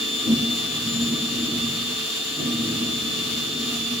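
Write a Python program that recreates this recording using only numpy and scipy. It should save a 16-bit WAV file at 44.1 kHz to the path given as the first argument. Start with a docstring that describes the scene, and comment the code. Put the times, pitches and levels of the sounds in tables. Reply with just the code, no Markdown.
"""Drain cleaning machine in a basement

A hose is fed by hand into a floor drain. Over a bed of rushing cooling air, the motor whines on
multiples of its shaft speed, which wavers with the load. The hose scrapes inside the pipe with
an uneven rumble and a hollow boom that throbs, with a dull knock, whenever it catches."""
import sys
import numpy as np
from scipy import signal
from scipy.fft import rfft, irfft
from scipy.io import wavfile
from scipy.ndimage import uniform_filter1d

SR = 44100
rng = np.random.default_rng(int(sys.argv[2]) if len(sys.argv) > 2 else 0)


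def wrap_up_sound(samples):
    """Save the sound to the file named by the first command line argument, as 16-bit audio."""
    columns = np.atleast_2d(samples).T
    # keep every value between -1 and 1, then stretch to whole-number steps
    tamed = np.clip(columns, -1, 1)
    steps = np.round(tamed * 32767).astype(np.int16)
    wavfile.write(sys.argv[1], SR, steps)


N = 176400
TIME = np.arange(N) / SR
FREQS = np.maximum(np.arange(N // 2 + 1) * SR / N, 1)

# stereo image of the noise layers: (frequency [Hz], left-right correlation [0-1])
STEREO_LIKENESS = [(30, 0.5), (130, 0.93), (260, 0.83), (520, 0.66), (1000, 0.28), (3000, 0), (15000, 0)]
# colour of the air rush: (frequency [Hz], left base density [dB], right base density [dB])
AIR_SPECTRUM = [(20, -92, -90), (70, -91, -75), (154, -89.5, -76), (286, -75.5, -63), (480, -75, -77.5),
                (830, -84, -76), (1500, -76, -72.5), (1980, -72, -80.5), (2420, -74, -69.5),
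                (2980, -64.5, -64.5), (3570, -68, -70), (4490, -65, -67), (5100, -72.5, -75),
                (5600, -69, -76), (6560, -73.5, -74.5), (7370, -72, -80), (9700, -87, -78),
                (10400, -78.5, -80.5), (11200, -80.5, -87), (11800, -82, -80), (12900, -84.5, -83),
                (14600, -79.5, -81.5), (15600, -81, -82)]
# housing resonances in the air stream: (frequency [Hz], half-width [Hz], left [dB], right [dB])
HOUSING_MODES = [(717, 7, -59, -53), (656, 8, -60, -57), (802, 5, -72, -60), (1183, 36, -62, -42.5),
                 (1250, 30, -59, -50), (2772, 45, -53, -44), (2903, 45, -51, -45.5), (4570, 60, -50, -53),
                 (10150, 220, -60, -51)]

# pitch of the main whine under load: (time [s], pitch [Hz])
WHINE_PITCH = [(0.0, 3512), (0.24, 3536), (0.3, 3505), (0.34, 3501), (0.46, 3505), (0.54, 3527),
               (0.58, 3525), (0.76, 3482), (0.92, 3534), (1.18, 3514), (1.28, 3535), (1.36, 3532),
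               (1.44, 3543), (1.48, 3533), (1.54, 3497), (1.6, 3506), (1.68, 3533), (1.78, 3538),
               (1.86, 3549), (1.92, 3511), (2.1, 3542), (2.26, 3551), (2.32, 3520), (2.44, 3541),
               (2.52, 3536), (2.62, 3541), (2.72, 3514), (2.9, 3502), (3.04, 3522), (3.1, 3495),
               (3.14, 3496), (3.2, 3515), (3.3, 3529), (3.36, 3527), (3.42, 3497), (3.48, 3499),
               (3.54, 3521), (3.7, 3536), (3.8, 3483), (3.9, 3511), (3.96, 3505), (4.0, 3510)]
# motor tones: (shaft multiple, left base level [dB], right base level [dB], room share [0-1])
MOTOR_TONES = [(3, -48, -48, .3), (12, -52, -65, .5), (19, -53, -45.5, .4), (22, -46, -45.5, .25),
               (23.33, -48, -52, .7), (24, -31, -31, .1), (25, -37, -39.5, .3), (28, -45, -44.5, .2),
               (31, -44, -47.5, .35), (39, -51, -57, .9), (47, -53, -56.5, .7), (48.27, -37, -45, .2),
               (50, -56, -59, .8)]
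# stereo phase of some tones: {shaft multiple: lead of the left side [rad]}
TONE_LEAD = {22: -2.0, 25: .3, 28: -.5, 31: -1.1, 48.27: .5}
# level ride of the main whine, taken about its mean: (time [s], left [dB], right [dB])
WHINE_RIDE = [(0.0, -30.0, -31.0), (0.22, -30.0, -33.0), (0.4, -28.0, -30.0), (0.92, -33.5, -34.0),
              (1.18, -30.5, -32.5), (1.28, -34.0, -35.5), (1.58, -33.0, -31.0), (1.74, -33.0, -34.0),
              (2.64, -35.0, -35.0), (3.02, -31.5, -32.0), (3.12, -34.0, -30.0), (3.26, -30.5, -35.5),
              (3.48, -34.0, -30.5), (3.58, -32.5, -37.0), (3.8, -36.0, -31.0), (4.0, -34.5, -34.5)]
# level ride of the whistle an octave above, taken about its mean: (time [s], level [dB])
WHISTLE_RIDE = [(0.0, -39.5), (0.26, -37), (0.44, -50), (0.56, -34), (0.66, -45.5), (0.74, -37.0),
                (0.82, -43), (0.88, -32.5), (1.2, -38), (1.54, -41.5), (1.7, -38.5), (1.8, -41.5),
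                (2.28, -40.5), (2.64, -41), (3.34, -41), (3.4, -42.5), (3.66, -39), (4.0, -42.5)]

# push of the scraping hose: (time [s], bass base level [dB], low-mid level [dB])
SCRAPE_LEVEL = [(0, -51, -37.5), (.25, -51, -37), (.275, -36, -24.5), (.34, -34, -27.5), (.4, -34, -33),
                (.47, -43, -33), (.54, -44, -37.5), (.8, -39, -40), (1, -36.5, -39), (1.15, -35, -31),
                (1.23, -40, -37.5), (1.5, -40, -31), (1.6, -37, -36), (1.85, -41.5, -43),
                (2.15, -53.5, -45), (2.37, -46.5, -42), (2.4, -34, -28.5), (2.55, -38.5, -33.5),
                (2.68, -35, -31.5), (2.9, -40.5, -32), (2.98, -40, -37.5), (3.4, -42.5, -38.5),
                (3.62, -41, -35.5), (3.85, -44, -42), (4, -43, -42.5)]
# bass modes of the pipe: (frequency [Hz], half-width [Hz], relative level [dB])
PIPE_BASS_MODES = [(54, 6.5, -18), (74, 9.3, -16.5), (85, 6.2, -8.5), (114.8, 6, -3.5), (133, 6.7, -9.5),
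                   (148.1, 12.5, 1.5), (160, 4, -4.5), (189, 6, -2.5)]
# low-mid modes of the pipe: (frequency [Hz], half-width [Hz], relative level [dB])
PIPE_MID_MODES = [(225, 7.8, 1), (263, 8.7, 0.5), (282.5, 17, -9.5), (297, 21, -4), (312.6, 13.5, -0.5),
                  (334, 8.2, -2.5), (369, 5.7, -11), (399, 14, -14), (418, 9.8, -12), (509, 19, -13),
                  (636, 55, -15.5)]
# sustained hollow boom of the pipe: (time [s], level [dB])
BOOM_LEVEL = [(0, -43), (.23, -48), (.3, -42), (.5, -32), (.7, -43.5), (.9, -34), (1.05, -35), (1.19, -45),
              (1.35, -32.5), (1.6, -34.5), (1.88, -36), (2.15, -53), (2.36, -51), (2.48, -29), (2.6, -29.5),
              (2.75, -35.5), (3.1, -41.5), (3.52, -42), (3.7, -32), (4, -37)]
# swells of the boom as the hose catches: (time [s], peak level [dB], half-length [s])
CATCHES = [(0.318, -17, 0.044), (0.435, -25.5, 0.036), (0.494, -28.5, 0.018), (0.88, -27.5, 0.013),
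           (0.965, -26, 0.024), (1.031, -22, 0.054), (1.131, -22, 0.03), (1.235, -25.5, 0.027),
           (1.432, -29, 0.034), (1.555, -28.5, 0.046), (1.643, -26.5, 0.016), (2.51, -31.5, .05),
           (2.701, -29, .03), (2.83, -29, 0.029), (3.06, -35, 0.058), (3.26, -33.5, 0.034),
           (3.407, -35, 0.05), (3.58, -33.5, 0.027), (3.931, -28, 0.033)]
# knock of the hose on the pipe wall: (frequency [Hz], half-width [Hz], relative level [dB])
WALL_MODES = [(524, 63, 1), (665, 130, -1.5), (1000, 180, -2)]


def from_db(db):
    """Decibels to gain."""
    return 10 ** (np.asarray(db) / 20)


def rms_one(x):
    """Scale to rms 1."""
    return x / np.sqrt(np.mean(x ** 2) + 1e-20)


def in_time(rows):
    """Each column of an envelope at every sample."""
    times, *columns = np.transpose(rows)
    return [np.interp(TIME, times, c) for c in columns]


def in_hz(rows):
    """Each column of a spectrum at every frequency."""
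    hz, *columns = np.transpose(rows)
    return np.array([np.interp(np.log(FREQS), np.log(hz), c) for c in columns])


def ride(rows):
    """Each column of a level envelope in dB about its mean."""
    db = np.array(in_time(rows))
    return db - db.mean(axis=1, keepdims=True)


def drift(rate_hz):
    """Smooth random modulation of rms 1, rolling off above the given rate."""
    hop, settle = 40, 2000
    pole = np.exp(-2 * np.pi * rate_hz * hop / SR)
    noise = rng.standard_normal(N // hop + settle + 2)
    slow = signal.lfilter([1], [1, -2 * pole, pole * pole], noise)[settle:]
    return np.interp(np.arange(N) / hop, np.arange(len(slow)), rms_one(slow))


def resonance(hz, half_width_hz):
    """Gain of a steep-sided resonance that turns unit white noise into rms 1."""
    return rms_one(1 / (1 + ((FREQS - hz * hz / FREQS) / (2 * half_width_hz)) ** 2))


def stereo_noise(power):
    """Noise with the given power spectrum, narrow in the bass and wide in the treble."""
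    mid, side = rfft(rng.standard_normal((2, N)))
    alike = in_hz(STEREO_LIKENESS)[0]
    white = (np.sqrt(1 + alike) * mid + np.sqrt(1 - alike) * side * [[1], [-1]]) / np.sqrt(2)
    return irfft(white * np.sqrt(power), N)


def cooling_air():
    """A broad, faintly flickering rush with the resonances of the housing standing out of it."""
    trim_db, flicker_db = 0.16, 0.62
    power = from_db(in_hz(AIR_SPECTRUM) + trim_db) ** 2 * SR / 2
    for hz, half_width_hz, left_db, right_db in HOUSING_MODES:
        power += (from_db([[left_db], [right_db]]) * resonance(hz, half_width_hz)) ** 2
    return stereo_noise(power) * from_db(flicker_db * drift(rate_hz=10))


def motor_whine():
    """Tones locked to the shaft, each a clean direct part plus a flickering part from the room."""
    whine_order = 24   # shaft multiple of the main whine
    drive_hz, wobble, jitter, flutter_db = 16.3, 0.0018, 0.001, 1.06
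    ring_hz, ring_half_width_hz, ring_peak_db = 3250, 14, 7.5
    # each turn of the drive tugs at speed and level
    drive = np.sin(2 * np.pi * np.cumsum(drive_hz * (1 + 0.024 * drift(rate_hz=2.4))) / SR)
    waver = 1 + wobble * drive + jitter * drift(rate_hz=30.4)
    shaft_hz = in_time(WHINE_PITCH)[0] / whine_order * waver
    shaft_angle = 2 * np.pi * np.cumsum(shaft_hz) / SR
    rides_db = {whine_order: ride(WHINE_RIDE), 2 * whine_order: ride(WHISTLE_RIDE)}
    tilt_orders = [MOTOR_TONES[0][0], whine_order, MOTOR_TONES[-1][0]]
    out = np.zeros((2, N))
    for order, left_db, right_db, room_share in MOTOR_TONES:
        lead = np.array([[TONE_LEAD.get(order, 0)], [0]])
        phase = order * shaft_angle + rng.uniform(0, 2 * np.pi) + lead
        room = np.array([drift(rate_hz=28) * np.cos(p) + drift(rate_hz=28) * np.sin(p) for p in phase])
        tone = np.sqrt(2 * (1 - room_share)) * np.cos(phase) + np.sqrt(room_share) * room
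        tilt_db = np.interp(order, tilt_orders, [3.57, -0.58, -1.25])
        # a narrow housing resonance lifts any tone that glides through it
        ring_db = ring_peak_db / (1 + ((order * shaft_hz - ring_hz) / ring_half_width_hz) ** 2)
        gain = from_db(tilt_db + ring_db + rides_db.get(round(order), 0) + flutter_db * drive)
        out += from_db([[left_db], [right_db]]) * gain * tone
    return out


def pipe_ring(modes):
    """Friction noise ringing in a set of pipe modes, levelled to stay near rms 1."""
    power = sum((from_db(db) * resonance(hz, half_width_hz)) ** 2 for hz, half_width_hz, db in modes)
    ring = stereo_noise(power)
    window = int(0.079 * SR)
    running_power = uniform_filter1d(uniform_filter1d(np.mean(ring ** 2, axis=0), window), window)
    return ring / np.sqrt(running_power + 1e-9)


def hose_rumble():
    """The hose scrapes along the pipe, harder with each push; the bass surges as it sticks and slips."""
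    bass_trim_db, surge_db = -1, 1
    bass_db, mid_db = in_time(SCRAPE_LEVEL)
    bass_gain = from_db(bass_db + bass_trim_db + surge_db * drift(rate_hz=7.9))
    return bass_gain * pipe_ring(PIPE_BASS_MODES) + from_db(mid_db) * pipe_ring(PIPE_MID_MODES)


def pipe_boom():
    """The strongest pipe resonance hums unsteadily; each catch swells it and adds a dull knock."""
    boom_hz, wander_hz, flutter_db, left_lag_rad = 234.5, 4.91, 2, 0.31
    knock_db = -24.5   # relative to the swell
    swells = sum(from_db(db) * np.exp(-2 * ((TIME - at) / half_s) ** 2) for at, db, half_s in CATCHES)
    sustain = from_db(in_time(BOOM_LEVEL)[0])
    level = np.hypot(sustain, swells) * from_db(flutter_db * drift(rate_hz=34))
    phase = 2 * np.pi * np.cumsum(boom_hz + wander_hz * drift(rate_hz=9.77)) / SR
    hum = np.sqrt(2) * level * np.sin([phase - left_lag_rad, phase])
    knocks = from_db(knock_db) * swells * pipe_ring(WALL_MODES)
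    return hum + knocks


def scene():
    """Stereo mix of the machine and the hose in the drain."""
    return motor_whine() + cooling_air() + hose_rumble() + pipe_boom()


def record(dry):
    """A steep high cut takes off the very top."""
    cutoff_hz = 15750
    return signal.sosfilt(signal.ellip(12, .1, 90, cutoff_hz, fs=SR, output="sos"), dry)


dry = scene()
out = record(dry)
wrap_up_sound(out)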